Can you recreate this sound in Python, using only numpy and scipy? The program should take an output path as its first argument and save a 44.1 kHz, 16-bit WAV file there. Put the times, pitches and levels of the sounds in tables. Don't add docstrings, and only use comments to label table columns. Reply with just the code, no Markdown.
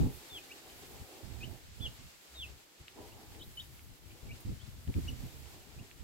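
import sys
import numpy as np
from scipy import signal
from scipy.fft import rfft, irfft, next_fast_len
from scipy.io import wavfile
from scipy.ndimage import uniform_filter1d

SR = 44100
rng = np.random.default_rng(int(sys.argv[2]) if len(sys.argv) > 2 else 0)


def put_to_file(sound):
    columns = np.atleast_2d(sound).T
    safe = np.clip(columns, -1, 1)
    whole_steps = np.round(safe * 32767)
    wavfile.write(sys.argv[1], SR, whole_steps.astype(np.int16))


N = 266231
TIME = np.arange(N) / SR
PORTS = np.array([[.5], [-.5]])

# start t/s, length/s, trailing end/s, top f/Hz, end f/Hz, relative level/dB, swell/dB,
#   opening scoop (share of the pitch, negative from above), share of the fall spent sagging (0-1),
#   place of the drop in the length (0-1), closing curl/(Hz/s), left minus right/dB, lead at the left port/ms
FALLING_PEEPS = [(.297, .095, .027, 3610, 2500, -45, 12, -.05, .62, .87, 0, 1, -.072),
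                 (1.806, .069, .003, 3490, 2770, -40, 15, .15, .5, .8, 0, 0, -.067),
                 (2.347, .106, .028, 3790, 2520, -42.5, 19, 0, .75, .76, 13000, 0, -.065),
                 (3.396, .022, 0, 3980, 3450, -63.5, 0, 0, .1, .42, 0, 0, 0)]
# start t/s, length/s, low f/Hz, high f/Hz, relative level/dB,
#   opening height above the low pitch (share of it), share held low (0-1), swell/dB,
#   left minus right/dB, lead at the left port/ms
RISING_CHIRPS = [(.496, .029, 2270, 2890, -47, .02, .1, 17, .6, .052),
                 (1.41, .037, 2490, 3050, -43, 0, .2, 9, 2, .06),
                 (3.122, .012, 2720, 3000, -61, 0, 0, 4, 0, 0),
                 (3.396, .037, 3000, 3950, -49.5, .075, .28, 16, 1, .036),
                 (3.575, .033, 2993, 3760, -43.8, .012, .48, 1.5, 2.5, .064),
                 (4.098, .0166, 2295, 3100, -58, 0, .15, 5, 2, -.12),
                 (4.291, .032, 2270, 2800, -50, .014, .15, 8, 2, .08),
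                 (4.598, .024, 3060, 3520, -59, .0065, 0, 5, 1.5, .03),
                 (5.785, .015, 2470, 2820, -58, 0, 0, 7, 1.2, 0)]
# start t/s, soft low opening/s, full arch/s, low f/Hz, top f/Hz,
#   level/dB, octave overtone/dB, left minus right/dB
CLOSE_PIP = (5.0655, .0088, .028, 2270, 2950, -42.7, -12.5, 2)
# t/s, relative level/dB, ring f/Hz
PECKS = [(.699, -40, 2900), (2.8817, -31, 2930), (3.3485, -39.5, 2320), (3.7935, -43, 2290),
         (4.119, -42, 2400), (4.8765, -38.5, 3000), (4.9408, -33, 2320), (5.4575, -45, 2700),
         (5.9127, -37.5, 2510)]
# multiple of the ring pitch, level/dB, t60/s
TAP_MODES = [(.69, -14, .004), (1, 0, .004), (1.25, -13, .003)]
# t/s, level/dB, centre f/Hz, t60/s
GRASS_TUGS = [(.281, -49, 6900, .035), (4.402, -51, 12500, .05), (4.675, -59, 12000, 0.065)]
# delay/s, level at the left port/dB, level at the right port/dB
WALL_ECHOES = [(.0082, -12, -20), (.0143, -17, -10), (.0205, -20, -22), (.033, -27, -27)]
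# start t/s, length/s, level/dB, left minus right/dB
GUSTS = [(-.01, 0.082, -27, -1.5), (0.086, 0.086, -51, -20), (0.313, 0.045, -53, 6), (.93, 0.027, -50, 7),
         (0.993, 0.03, -47.5, 5), (1.225, 0.33, -46, -21), (1.624, 0.2, -53.5, -16),
         (1.794, 0.092, -42, -12), (1.985, 0.081, -53.5, -1), (2.385, .17, -53, 2), (2.795, .02, -54, 1),
         (3.273, .22, -54.5, 0), (4.225, .11, -47.5, -3.5), (4.446, 0.074, -37, 0.5),
         (4.63, 0.17, -50.5, 7), (4.869, 0.03, -34.5, 1), (4.944, 0.05, -30.5, -0.5),
         (5.022, .11, -39, 0.5), (5.15, .12, -42, -6), (5.33, 0.14, -52, -15), (5.754, 0.066, -46, -8.5),
         (5.991, .05, -45, -9)]
# t/s, level/dB
BREEZE = [(0, -64), (.5, -69.5), (.95, -59), (1.12, -70), (1.9, -56), (2.2, -71), (2.72, -79), (3.0, -59),
          (3.8, -57), (4.4, -52.5), (4.8, -55), (5.5, -53.5), (5.9, -60.5)]
# f/Hz, relative level per Hz/dB
WIND_COLOUR = [(20, -4), (40, -4), (65, 4), (125, -.5), (190, -11), (250, -9.5), (300, -15), (400, -22.5),
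               (700, -42), (1500, -52)]
# t/s, relative level/dB
TRAFFIC_SWELL = [(0, -53), (.2, -64.5), (.95, -63), (1.52, -63.5), (1.68, -81), (1.86, -62), (2.03, -79),
                 (2.5, -69.5), (2.76, -78), (2.93, -72.5), (2.985, -54.5), (3.08, -62), (3.35, -66.5),
                 (3.45, -73), (3.95, -74), (4.3, -66.5), (4.65, -76), (5.55, -65), (6.04, -77.5)]
# f/Hz, relative level per Hz/dB
TRAFFIC_COLOUR = [(60, -21), (190, -7.5), (280, -0.5), (345, 3), (430, 0.5), (560, -5.5), (820, -4.5),
                  (1050, -14), (1400, -23), (4000, -43)]
# start t/s, length/s, f/Hz, level/dB
LOW_HUM = (2.28, .31, 65, -54)
# t/s, relative body level/dB, relative treble level/dB
AIR_SWELL = [(0.0, -58, -61.5), (0.15, -61.5, -63.5), (1.51, -63, -66.5), (1.7, -66.5, -70.5),
             (1.83, -62, -66.5), (2.24, -65.5, -69), (2.45, -63, -68.5), (2.74, -67.5, -72.5),
             (2.98, -64.5, -69.5), (3.63, -65.5, -64.5), (4.0, -67.5, -70), (4.39, -63.5, -68.5),
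             (4.84, -66.5, -68.5), (5.01, -61.5, -65), (5.43, -63.5, -66), (6.04, -67, -71)]
# f/Hz, relative level per Hz/dB
AIR_COLOUR = [(150, 2.5), (1000, 0), (2500, 1.5), (4700, 0.5), (6000, -2.5), (7600, -0.45), (9400, -6.5),
              (12400, -2.5), (14500, -6), (16000, -7)]

SCOOP_S, DROP_S, SAG_POWER = .007, .018, 1.8
CREST_SHARE, PEEP_FADE_DB, TRAIL_FADE_DB = .84, 8, 13
FLICK_POWER, PIP_ARCH_POWER, PIP_SWELL_POWER = 1.7, .65, 1.4
YARD_T60_S, CLOSE_YARD_SHARE = .2, .55
GUST_ATTACK_S, GUST_RELEASE_S, BREEZE_PAN_DB = .01, .02, 4.5
TRAFFIC_WAVER_DB, TRAFFIC_STRAND_DB = 2.0, 2.2
TOP_HZ = 15800


def falling_peep(start, length, trail, top_hz, end_hz, db, swell_db, scoop, sag, drop_at,
                 curl_hz_per_s, pan_db, lead_ms):
    def pitch(age):
        progress = np.minimum(age / length, 1)
        drop = ease((age - drop_at * length) / DROP_S + .5)
        fall = top_hz + (end_hz - top_hz) * (sag * progress ** SAG_POWER + (1 - sag) * drop)
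        opening = 1 - scoop * np.maximum(1 - age / SCOOP_S, 0) ** 2
        return fall * opening + curl_hz_per_s * np.maximum(age - length, 0)

    def level(age):
        swell = np.interp(age / length, [0, CREST_SHARE, 1], undb([-swell_db, 0, -PEEP_FADE_DB]))
        trailing = np.maximum(age - length, 0) / max(trail, 1e-3)
        return db + 20 * np.log10(swell) - TRAIL_FADE_DB * trailing

    return whistle(start, length + trail, pitch, level, pan_db, lead_ms, octave_db=-31)


def rising_chirp(start, length, low_hz, high_hz, db, opening, held, swell_db, pan_db, lead_ms,
                 crest=0.8, fade_db=3):
    def pitch(age):
        progress = age / length
        settling = 1 - ease(progress / max(held, .01))
        return low_hz * (1 + opening * settling) + (high_hz - low_hz) * glide(progress, held)

    def level(age):
        return db - np.interp(age / length, [0, crest, 1], [swell_db, 0, fade_db])

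    return whistle(start, length, pitch, level, pan_db, lead_ms)


def arched_pip(start, opening, length, low_hz, top_hz, db, octave_db, pan_db, swell_db=20):
    def effort(age):
        return np.sin(np.pi * np.clip((age - opening) / length, 0, 1))

    def pitch(age):
        return low_hz + (top_hz - low_hz) * effort(age) ** PIP_ARCH_POWER

    def level(age):
        return db + 20 * np.log10(np.maximum(effort(age) ** PIP_SWELL_POWER, undb(-swell_db)))

    return whistle(start, opening + .88 * length, pitch, level, pan_db, 0, octave_db, edge_s=.004)


def whistle(start, length, pitch_hz, level_db, pan_db, lead_ms, octave_db=-26, edge_s=.005,
            waver=0.007, flutter_db=1.3):
    span = (TIME > start - edge_s) & (TIME < start + length + edge_s)
    age = TIME[span] - start
    sounding = np.clip(age, 0, length)
    pitch = pitch_hz(sounding) * (1 + waver * walk(400)[span])
    gate = ease(np.minimum(age, length - age) / edge_s + 1)
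    phase = 2 * np.pi * (np.cumsum(pitch) / SR + PORTS * pitch * lead_ms / 1000)
    level = level_db(sounding)
    octave = undb(octave_db + level - level.max())
    tone = np.sqrt(2) * (np.sin(phase) + octave * np.sin(2 * phase))
    out = np.zeros((2, N))
    out[:, span] = tone * gate * undb(level + flutter_db * walk(250)[span]) * pan(pan_db)
    return out


def taps(rows, scrape_db=-11, scrape_s=0.0024):
    out, t = np.zeros((2, N + SR)), np.arange(SR // 40) / SR
    onset = 1 - np.exp(-t / 0.00016)
    for s, db, hz in rows:
        ring = sum(undb(mode_db - 60 * t / t60) * np.sin(2 * np.pi * hz * multiple * t)
                   for multiple, mode_db, t60 in TAP_MODES)
        scrape = unit(band(rng.standard_normal((2, len(t))), 0.53 * hz, 1.6 * hz))
        scrape = scrape * np.exp(-t / scrape_s)
        i = max(int(s * SR), 0)
        out[:, i:i + len(t)] += (ring + undb(scrape_db) * scrape) * onset * undb(db)
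    return out[:, :N]


def nibbling(count=30, level_db=-54, spread_db=3, ring_hz=3000):
    rows = []
    for when, strength, size in rng.random((count, 3)):
        db = level_db + spread_db * (2 * strength - 1)
        rows.append((when * N / SR, db, ring_hz * 2 ** (1.54 * size - .6)))
    return taps(rows)


def grass(crackle_db=3):
    out = np.zeros((2, N))
    for s, db, hz, t60 in GRASS_TUGS:
        age = np.maximum(TIME - s, 0)
        fibres = unit(band(rng.standard_normal((2, N)), 0.58 * hz, 1.35 * hz))
        decay = undb(db - 60 * age / t60 + crackle_db * walk(500))
        out += fibres * np.minimum(age / 0.0043, 1) * decay
    return out


def yard(x, tail_db=-11.5):
    t = np.arange(SR // 2) / SR
    tail = rng.standard_normal((2, len(t))) * undb(-60 * t / YARD_T60_S) * np.clip(t / 0.0066, 0, 1)
    response = tail * undb(tail_db) / np.sqrt(np.sum(tail ** 2) / 2)
    for delay, left_db, right_db in WALL_ECHOES:
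        response[:, int(delay * SR)] += undb([left_db, right_db])
    return x + signal.fftconvolve(x, response, axes=1)[:, :N]


def wind(brighten=0.32, knee_db=-42, split_hz=170):
    force_db = wind_force()
    eddies = noise(WIND_COLOUR, 0)
    eddies = eddies / np.sqrt(uniform_filter1d(eddies ** 2, size=2600) + 1e-9)
    large = signal.sosfiltfilt(signal.butter(2, split_hz, fs=SR, output="sos"), eddies)
    small = (eddies - large) * undb(brighten * (force_db - knee_db))
    return (large + small) * undb(force_db)


def wind_force(gust_buffet_db=3, breeze_buffet_db=6, buffet_rate=28, ceiling=.6):
    breeze_db, = curves(BREEZE)
    gusts = 0
    for start, length, db, pan_db in GUSTS:
        rise = ease((TIME - start) / GUST_ATTACK_S)
        release = np.exp(-np.maximum(TIME - start - length, 0) / GUST_RELEASE_S)
        gusts = np.hypot(gusts, rise * release * undb(db) * pan(pan_db))
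    lumps = np.minimum([walk(buffet_rate), walk(buffet_rate)], ceiling)
    breeze = undb(breeze_db + breeze_buffet_db * lumps) * pan(BREEZE_PAN_DB)
    return 20 * np.log10(np.hypot(gusts * undb(gust_buffet_db * lumps), breeze))


def traffic(level_db=5.0, likeness=0.68, strand_rate=9):
    swell_db, = curves(TRAFFIC_SWELL)
    wash = noise(TRAFFIC_COLOUR, likeness)
    size = next_fast_len(N)
    spectrum, hz = rfft(wash, size), np.fft.rfftfreq(size, 1 / SR)
    centres = np.linspace(200, 1100, 16)
    strands = 0
    for pick in np.eye(len(centres)):
        strand = irfft(spectrum * np.interp(hz, centres, pick), size)[:, :N]
        strands = strands + strand * undb(TRAFFIC_STRAND_DB * walk(strand_rate))
    return unit(strands) * undb(swell_db + level_db + TRAFFIC_WAVER_DB * walk(28))


def hum(start, length, hz, db):
    swell = np.sin(np.pi * np.clip((TIME - start) / length, 0, 1))
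    return np.sqrt(2) * np.sin(2 * np.pi * hz * TIME) * swell * undb(db)


def air(body_db=7.0, top_db=10, flicker_db=0.87, split_hz=9000, top_flicker_db=1.2, top_pan_db=-1.5):
    hiss_db, treble_db = curves(AIR_SWELL)
    hiss = noise(AIR_COLOUR, 0)
    body = signal.sosfiltfilt(signal.butter(4, split_hz, fs=SR, output="sos"), hiss)
    top_gain = undb(treble_db + top_db + top_flicker_db * walk(24.8))
    top = (hiss - body) * top_gain * pan(top_pan_db)
    return body * undb(hiss_db + body_db + flicker_db * walk(30)) + top


def noise(colour, likeness):
    hz, db = np.transpose(colour)
    size = next_fast_len(N)
    f = np.maximum(np.fft.rfftfreq(size, 1 / SR), 1)
    gain = undb(np.interp(np.log(f), np.log(hz), db, right=-120))
    gain = gain * np.minimum(f / hz[0], 1) ** 2
    mid, side = irfft(rfft(rng.standard_normal((2, size))) * gain, size)[:, :N]
    return unit(np.sqrt(1 + likeness) * mid + np.sqrt(1 - likeness) * np.array([side, -side]))


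def band(x, low_hz, high_hz):
    return signal.sosfilt(signal.butter(2, [low_hz, high_hz], "band", fs=SR, output="sos"), x)


def walk(rate):
    k = max(int(SR / rate), 1)
    steps = np.repeat(rng.standard_normal(N // k + 1), k)
    return unit(uniform_filter1d(uniform_filter1d(steps, k), k)[:N])


def curves(rows):
    s, *columns = np.transpose(rows)
    return [np.interp(TIME, s, column) for column in columns]


def glide(progress, held):
    moving = np.clip((progress - held) / max(1 - held, 1e-3), 0, 1)
    return ease(moving ** FLICK_POWER)


def ease(x):
    return np.sin(np.pi / 2 * np.clip(x, 0, 1)) ** 2


def pan(db):
    return unit(undb(PORTS * db))


def undb(db):
    return 10 ** (np.asarray(db) / 20)


def unit(x):
    return x / np.sqrt(np.mean(x ** 2))


def scene(peep_db=-0.9, peck_db=-0.7):
    peeps = sum(falling_peep(*row) for row in FALLING_PEEPS)
    chirps = sum(rising_chirp(*row) for row in RISING_CHIRPS)
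    beaks = band(taps(PECKS) + nibbling(), 1500, 3700)
    close = arched_pip(*CLOSE_PIP) + undb(peck_db) * beaks
    reflected = yard(undb(peep_db) * (peeps + chirps) + CLOSE_YARD_SHARE * close + grass())
    flock = reflected + (1 - CLOSE_YARD_SHARE) * close
    return flock + wind() + traffic() + hum(*LOW_HUM) + air()


def record(dry):
    return signal.sosfilt(signal.ellip(12, .1, 80, TOP_HZ, fs=SR, output="sos"), dry)


dry = scene()
out = record(dry)
put_to_file(out)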